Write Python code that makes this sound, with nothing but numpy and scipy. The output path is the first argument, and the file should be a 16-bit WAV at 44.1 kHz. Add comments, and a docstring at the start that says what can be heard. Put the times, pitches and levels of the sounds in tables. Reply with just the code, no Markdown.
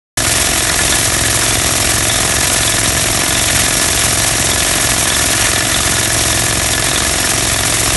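"""Open ground, some way from a crawler rig drilling rock with an air hammer.
About 22 times a second the piston strikes the bit; spent air then chuffs out of the hole and
hisses away with the dust. The turning drill tube rattles, clangs and rings under the blows.
A diesel engine drones steadily underneath."""
import sys
import numpy as np
from scipy import signal
from scipy.fft import rfft, irfft
from scipy.io import wavfile

SR = 44100
rng = np.random.default_rng(int(sys.argv[2]) if len(sys.argv) > 2 else 0)


def wav_out(sig):
    """Save sig, one row per channel (or a flat mono array), as 16-bit PCM at SR to the path in sys.argv[1]."""
    wavfile.write(sys.argv[1], SR, np.round(np.clip(np.atleast_2d(sig).T, -1, 1) * 32767).astype(np.int16))


N = 351036
TIME = np.arange(N) / SR


# hammer rate, quickening and slowing slightly about once per turn of the tube: time_s, rate_hz
HAMMER_RATE = [(0.2, 21.668), (0.34, 22.76), (0.76, 21.696), (0.9, 22.609), (1.32, 21.966), (1.46, 22.294),
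               (1.74, 21.692), (2.02, 22.552), (2.3, 21.952), (2.44, 22.746), (2.86, 21.946),
               (3.28, 22.717), (3.42, 22.14), (3.56, 22.448), (3.98, 22.542), (4.12, 21.878), (4.4, 22.386),
               (4.68, 22.496), (5.1, 21.608), (5.24, 21.762), (5.38, 21.62), (5.52, 22.067), (5.66, 21.846),
               (5.8, 22.555), (5.94, 22.171), (6.22, 22.185), (6.36, 21.726), (6.5, 22.395), (7.06, 22.084),
               (7.34, 22.601), (7.48, 21.942), (7.76, 22.227)]

def hammer_cycle(sync_s, jitter_s):
    """Piston blow times and running cycle count; each stroke lands slightly early or late."""
    count = count_cycles(HAMMER_RATE, sync_s)
    blows_s = np.interp(np.arange(np.ceil(count[0]), np.ceil(count[-1]) + 1), count, TIME)
    blows_s[:-1] += jitter_s * rng.standard_normal(len(blows_s) - 1)
    return blows_s, np.interp(TIME, blows_s, np.arange(len(blows_s)))


# bit on rock, heard through the hole: pitch_hz, level_db, t60_s
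BIT_MODES = [(305, -14.5, 0.026), (444, -22, 0.029), (660, -11, 0.025), (765, -17.5, 0.032),
             (1187, -17, 0.017), (2760, -18.5, 0.012), (3780, -32, 0.02)]
# cracking rock spectrum: freq_hz, density_db
CRACK_SPECTRUM = [(100, -64), (350, -49), (560, -69), (750, -49), (1400, -53), (1850, -46), (2200, -47.5),
                  (3600, -45.5), (4500, -49.5), (7000, -49.5), (11500, -61.5)]

def bit_strikes(blows_s, cycle, ring_db, shock_db, crack_db, crack_s, spread_db):
    """Each blow sends out a shock, rings bit and hole, and cracks off a short spray of rock."""
    force = gain_of(spread_db * rng.standard_normal(len(blows_s)))
    stroke = cycle.astype(int)
    spray = force[stroke] * np.exp(-abs(TIME - blows_s[stroke]) / crack_s)
    crack = spray * noise(CRACK_SPECTRUM)
    hits = pulses(blows_s + .0001, force)
    front = shock(hits, top_hz=7500, low_hz=1100, sweep_s=.0003, fade_s=.0008)
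    thud = knock(hits, BIT_MODES, rise_s=.0001)
    return gain_of(shock_db) * front + gain_of(ring_db) * thud + gain_of(crack_db) * crack


def shock(hits, top_hz, low_hz, sweep_s, fade_s):
    """A blow's hard front travels up the steel, treble first."""
    t = TIME[:SR // 100]
    hz = low_hz + (top_hz - low_hz) * np.exp(-t / sweep_s)
    chirp = np.exp(-t / fade_s) * np.sin(2 * np.pi * np.cumsum(hz) / SR)
    return signal.oaconvolve(hits, chirp)[:N]


# air burst, heard through the hole: pitch_hz, level_db, t60_s
EXHAUST_MODES = [(175.4, -22.5, 0.074), (325.4, -2, 0.019), (668, -5.5, 0.024), (990, -15.5, 0.021),
                 (1243, -15, 0.021), (1750, -22, 0.011)]
# air puff spectrum: freq_hz, density_db
PUFF_SPECTRUM = [(60, -43), (200, -60), (330, -59), (500, -53), (670, -61.5), (860, -57), (1250, -47),
                 (1500, -82), (1780, -49.5), (2500, -55.5), (5000, -59), (11500, -54)]

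def air_exhaust(blows_s, delay_s, pop_db, puff_db, puff_s):
    """The port opens between blows: spent air pops out of the hole with a rough puff."""
    late, size = rng.standard_normal((len(blows_s), 2)).T
    openings = pulses(blows_s + delay_s + .0004 * late, gain_of(.4 * size))
    pop = knock(openings, EXHAUST_MODES, rise_s=.0032)
    t = TIME[:SR // 20]
    puff = signal.oaconvolve(openings, t / puff_s * np.exp(1 - t / puff_s))[:N]
    return gain_of(pop_db) * pop + gain_of(puff_db) * puff * noise(PUFF_SPECTRUM)


# air flow after a blow: cycle_fraction, flow_ratio
PORT_FLOW = [(0, 0.5), (.12, 0.42), (.28, 0.36), (.36, 0.66), (.44, 0.68), (.7, 0.78), (1, 0.65)]

def port_flow(cycle):
    """Air flow, choked while the piston covers the port."""
    return np.interp(cycle % 1, *np.transpose(PORT_FLOW))


# air and grit hiss spectrum: freq_hz, density_db
JET_SPECTRUM = [(100, -60.5), (270, -55), (420, -74), (680, -55.5), (840, -61), (1000, -58.5), (1550, -58),
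                (2300, -55), (3000, -57.5), (5000, -57), (6000, -53.5), (8000, -52.5), (11500, -53)]

def air_jet(flow, gust_db, grit_db):
    """Air and grit hiss unevenly from the hole."""
    flutter_db = gust_db * wander(47) + grit_db * wander(690)
    return flow * gain_of(flutter_db) * noise(JET_SPECTRUM)


# air column harmonics: hammer_multiple, level_db
THROB_HARMONICS = [(2, -31), (3, -29.5), (4, -34), (5, -27), (6, -35.5), (7, -42.5), (8, -42), (10, -56)]

def air_throb(cycle, crest_fraction, wobble):
    """Each air surge pushes as it rises and pulls as it falls: a low, uneven throb."""
    phase = 2 * np.pi * (crest_fraction - cycle)
    return sum(gain_of(db) * (1 + wobble * wander(5)) * np.sin(k * phase) for k, db in THROB_HARMONICS)


# lower tube modes: pitch_hz, level_db, t60_s
TUBE_MODES = [(994, -27.5, 0.07), (1305, -35, 0.057), (1442, -21.5, 0.076), (1724, -17.5, 0.084),
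              (1811, -25, 0.054), (1997, -26, 0.069), (2305, -28, 0.044)]
# tube hits its guide: start_s, level_db
GUIDE_HITS = [(.263, -19), (0.698, -16.5), (.788, -14.5), (.924, -18), (1.422, -17), (1.968, -18),
              (2.554, -24), (2.585, -19), (2.779, -16), (3.233, -21), (3.306, -23), (4.26, -19),
              (5.066, -20), (5.204, -22), (5.337, -18), (5.607, -19), (5.929, -19), (5.979, -20),
              (6.778, -19), (7.239, -17), (7.634, -23)]
# tube free of its guide, ring fades: centre_s, length_s, force_db
TUBE_LULLS = [(1.64, 0.2, -7), (1.87, 0.08, -7), (3.1, 0.12, -8), (7.37, 0.15, -7), (7.86, 0.15, -7)]

def tube_clangs(blows_s, ring_db, rebound_s, rebound_db, clang_db):
    """The tube rings at each blow and looser rebound, and clangs when it swings against its guide."""
    rebounds_s = blows_s + rebound_s + .002 * rng.standard_normal(len(blows_s))
    contact = gain_of(swells(TUBE_LULLS))
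    ring = np.zeros(N)
    for mode in TUBE_MODES:
        blow_force, rebound_force = gain_of(rng.uniform(-6.5, 3.4, (len(blows_s), 2))).T
        hits = pulses(blows_s, blow_force) + gain_of(rebound_db) * pulses(rebounds_s, rebound_force)
        ring += knock(hits * contact, [mode], rise_s=.0008)
    start_s, level_db = np.transpose(GUIDE_HITS)
    clangs = knock(pulses(start_s, gain_of(level_db + clang_db)), TUBE_MODES, rise_s=.0017)
    return gain_of(ring_db) * ring + clangs


# hardest bites: start_s, level_db
HARD_BITES = [(.834, -19), (.879, -19), (.924, -18), (2.096, -23), (2.633, -25), (2.677, -19), (3.262, -20),
              (3.306, -15), (3.35, -16), (3.396, -16), (3.44, -17), (3.485, -17.5), (4.515, -18),
              (4.604, -19), (5.101, -17), (5.143, -20), (5.56, -17.5), (5.743, -16), (6.734, -17),
              (6.959, -16.5), (7.004, -21)]
# bright clank modes: pitch_hz, level_db, t60_s
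CLANK_MODES = [(3300, -30, 0.023), (3440, 3, 0.062), (3600, -11, .03), (3660, 2, 0.049)]

def bite_clanks(blows_s, turn_s, bite_at_s, base_db, swing_db, hard_db):
    """Blows clank as the bit bites, harder once per tube turn; a few stand well out."""
    bite_db = swing_db * np.cos(2 * np.pi * (blows_s - bite_at_s) / turn_s)
    bite_db += 2 * rng.standard_normal(len(blows_s))
    start_s, level_db = np.transpose(HARD_BITES)
    hits = pulses(blows_s, gain_of(base_db + bite_db)) + pulses(start_s, gain_of(level_db + hard_db))
    return knock(hits, CLANK_MODES, rise_s=.0002)


# chip-struck tube modes: pitch_hz, rms_db, t60_s
PING_MODES = [(3720, -34.5, 0.12), (5340, -35, 0.094), (5377, -36.5, 0.083)]

def chip_pings(per_mode_hz):
    """Larger chips hit the tube at random, each ringing one high mode."""
    pings = np.zeros(N)
    for hz, db, t60_s in PING_MODES:
        chips = (rng.random(N) < per_mode_hz / SR) * rng.uniform(.3, 1, N)
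        ring = knock(chips, [(hz, 0, t60_s)], rise_s=.0005)
        pings += gain_of(db) * ring / ring.std()
    return pings


# thin tube whistles: centre_s, length_s, pitch_hz, peak_db
TUBE_WHISTLES = [(.65, .09, 5647, -34), (.9, .07, 5729, -33.5), (1.36, .07, 5647, -33.5),
                 (1.88, .14, 5729, -33.5), (2.5, .11, 5647, -32), (3.39, .09, 5647, -33),
                 (3.75, .1, 5647, -30.5), (4.7, .08, 5647, -33.5), (4.88, .07, 5729, -34),
                 (5.3, .13, 5647, -34), (6.23, .2, 5647, -33), (6.82, .11, 5729, -32)]
# long-ringing tube modes: pitch_hz, rms_db, width_hz
TUBE_RING = [(5647, -35.5, 3), (5729, -36.5, 3), (5830, -39, 4), (6287, -43, 6), (6486, -41, 6),
             (6712, -44, 6), (6960, -43.5, 6), (7671, -44, 8), (8295, -44, 8), (8661, -40.5, 8),
             (9043, -41, 8), (9442, -42.5, 8), (10298, -43, 8)]
# chip rattle spectrum: freq_hz, density_db
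RATTLE_SPECTRUM = [(500, -68.5), (1000, -61), (1550, -60), (1800, -54), (2300, -58), (3050, -61.5),
                   (3400, -58.5), (4200, -61), (5100, -72.5), (5500, -60.5), (7000, -64.5), (11500, -66)]

def tube_rattle(flow, rattle_db, clatter_db):
    """Chips carried up by the air rattle on the turning tube, which sings thinly."""
    contact = gain_of(clatter_db * np.tanh(wander(70))) * flow
    ring = sum(swells([(centre_s, length_s, gain_of(db))]) * np.sin(2 * np.pi * hz * TIME)
               for centre_s, length_s, hz, db in TUBE_WHISTLES)
    for hz, db, width_hz in TUBE_RING:
        pole = np.exp((2j * hz - width_hz) * np.pi / SR)
        mode = signal.lfilter([1], [1, -pole], contact * rng.standard_normal(N)).imag
        ring += gain_of(db) * mode / mode.std()
    return contact * gain_of(rattle_db) * noise(RATTLE_SPECTRUM) + ring


# governed working-cycle rate: time_s, rate_hz
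ENGINE_RATE = [(1.3, 13.801), (2.5, 13.789), (3.6, 13.8), (4.7, 13.785), (5.5, 13.813), (6.5, 13.805),
               (7.5, 13.793)]
# engine orders: cycle_multiple, level_db
ENGINE_ORDERS = [(3, -39), (4, -36), (5, -31.5), (6, -39), (7, -32), (8, -29), (9, -42), (11, -37),
                 (12, -43), (15, -44), (19, -34), (23, -39), (24, -39.5), (26, -37.5), (29, -44), (32, -47),
                 (44, -41)]
# dull rumble spectrum: freq_hz, density_db
RUMBLE_SPECTRUM = [(15, -78), (30, -70), (42, -60), (70, -53.5), (120, -52.5), (170, -57.5), (240, -60),
                   (300, -68), (400, -60.5), (650, -58.5), (850, -69.5), (3000, -77.5)]

def diesel(firing_s, drone_db, rumble_db):
    """A governed four-cylinder diesel drones over a dull rumble."""
    cycle = count_cycles(ENGINE_RATE, firing_s)
    # low orders crest as the strongest cylinder fires; the exhaust pipe scatters higher phases
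    drone = sum(gain_of(db) * np.cos(2 * np.pi * (k * cycle + rng.random() * (k > 8)))
                for k, db in ENGINE_ORDERS)
    return gain_of(drone_db) * drone + gain_of(rumble_db) * noise(RUMBLE_SPECTRUM)


def close_echoes(sound, level_db, count):
    """Faint reflections off mast, tracks and bare rock ripple the treble."""
    taps = np.zeros(SR // 60)
    taps[rng.integers(SR // 1000, len(taps), count)] = rng.choice([-1, 1], count) / np.sqrt(count)
    treble = signal.sosfilt(signal.butter(2, 1200, "high", fs=SR, output="sos"), sound)
    return gain_of(level_db) * signal.oaconvolve(treble, taps)[:N]


def gain_of(db):
    """Decibels to amplitude factor."""
    return 10 ** (np.asarray(db) / 20)


def count_cycles(rates, zero_s):
    """Running cycle count of a rate curve, zero at zero_s."""
    count = np.cumsum(np.interp(TIME, *np.transpose(rates))) / SR
    return count - np.interp(zero_s, TIME, count)


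def noise(spectrum):
    """Noise of given density per Hz, interpolated over log frequency."""
    hz, db = np.transpose(spectrum)
    density_db = np.interp(np.log(np.fft.rfftfreq(N, 1 / SR) + 1), np.log(hz), db)
    return irfft(rfft(rng.standard_normal(N)) * gain_of(density_db), N) * np.sqrt(SR / 2)


def wander(rate_hz):
    """Smooth random drift, rms 1."""
    low_pass = np.exp(-(np.fft.rfftfreq(N, 1 / SR) / rate_hz) ** 2)
    drift = irfft(rfft(rng.standard_normal(N)) * low_pass, N)
    return (drift - drift.mean()) / drift.std()


def pulses(times_s, sizes):
    """Train of one-sample clicks."""
    train = np.zeros(N)
    inside = (times_s >= 0) & (times_s < TIME[-1])
    train[(times_s[inside] * SR).astype(int)] = sizes[inside]
    return train


def knock(train, modes, rise_s):
    """Clicks ring damped modes; each push builds over rise_s."""
    t = TIME[:SR // 20]
    ring = sum((-1) ** k * gain_of(db - 60 * t / t60_s) * np.sin(2 * np.pi * hz * t)
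               for k, (hz, db, t60_s) in enumerate(modes))
    attack = 1 - np.exp(-(t / rise_s) ** 2)
    return signal.oaconvolve(train, ring * attack)[:N]


def swells(events):
    """One bell curve per event, length_s wide at half height."""
    return sum(height * .5 ** ((2 * (TIME - centre_s) / length_s) ** 2)
               for centre_s, length_s, height in events)


# rig workload: time_s, jet_db, rattle_db
WORKLOAD = [(0.25, 1, -0.5), (0.72, 0.5, 2.5), (0.89, 2, 0), (1.12, 1.5, -0.5), (2.08, 0.2, 0),
            (2.54, 2, -1), (3.34, -0.5, 1), (3.52, 1, 3.5), (3.77, 2, -2), (4.55, 0.6, -1.5),
            (4.79, 1.0, 1.5), (5.2, 1, -0.5), (5.33, 1.5, 5), (5.61, -1, 2.5), (6.32, 1.9, -3),
            (6.5, -1, -1), (7.58, -0.5, -0.5), (7.8, 0.5, -0.5)]

def scene():
    """One piston cycle drives blows, air and rattle; tube rotation and engine run on their own."""
    time_s, *levels_db = np.transpose(WORKLOAD)
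    jet_db, rattle_db = (np.interp(TIME, time_s, db) for db in levels_db)
    blows_s, cycle = hammer_cycle(sync_s=.2033, jitter_s=.0002)
    flow = port_flow(cycle)
    hole = bit_strikes(blows_s, cycle, ring_db=-1, shock_db=-7, crack_db=-3.5,
                       crack_s=.0072, spread_db=.47)
    hole += air_exhaust(blows_s, delay_s=.017, pop_db=0, puff_db=1.1, puff_s=.0025)
    hole += gain_of(jet_db) * air_jet(flow, gust_db=1.5, grit_db=2)
    mix = hole + close_echoes(hole, level_db=-18, count=16)
    mix += air_throb(cycle, crest_fraction=.755, wobble=.1)
    mix += tube_clangs(blows_s, ring_db=-.5, rebound_s=.0145, rebound_db=-2, clang_db=22)
    mix += bite_clanks(blows_s, turn_s=.604, bite_at_s=.3, base_db=-28.5, swing_db=8, hard_db=.5)
    mix += chip_pings(per_mode_hz=50)
    mix += tube_rattle(flow, rattle_db + 2, clatter_db=6)
    mix += diesel(firing_s=.0637, drone_db=-1, rumble_db=1.5)
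    return mix[None]


def record(dry):
    """Rounded peaks, limited band, abrupt start."""
    ceiling, start_s, low_hz, high_hz = .76, .173, 29, 11650
    rounded = dry / (1 + (dry / ceiling) ** 6) ** (1 / 6)
    high_passed = signal.sosfiltfilt(signal.butter(4, low_hz, "high", fs=SR, output="sos"), rounded)
    low_pass = signal.firwin(301, high_hz, window=("kaiser", 8), fs=SR)
    return signal.oaconvolve(high_passed * (TIME >= start_s), low_pass[None], "same")


dry = scene()
out = record(dry)
wav_out(out)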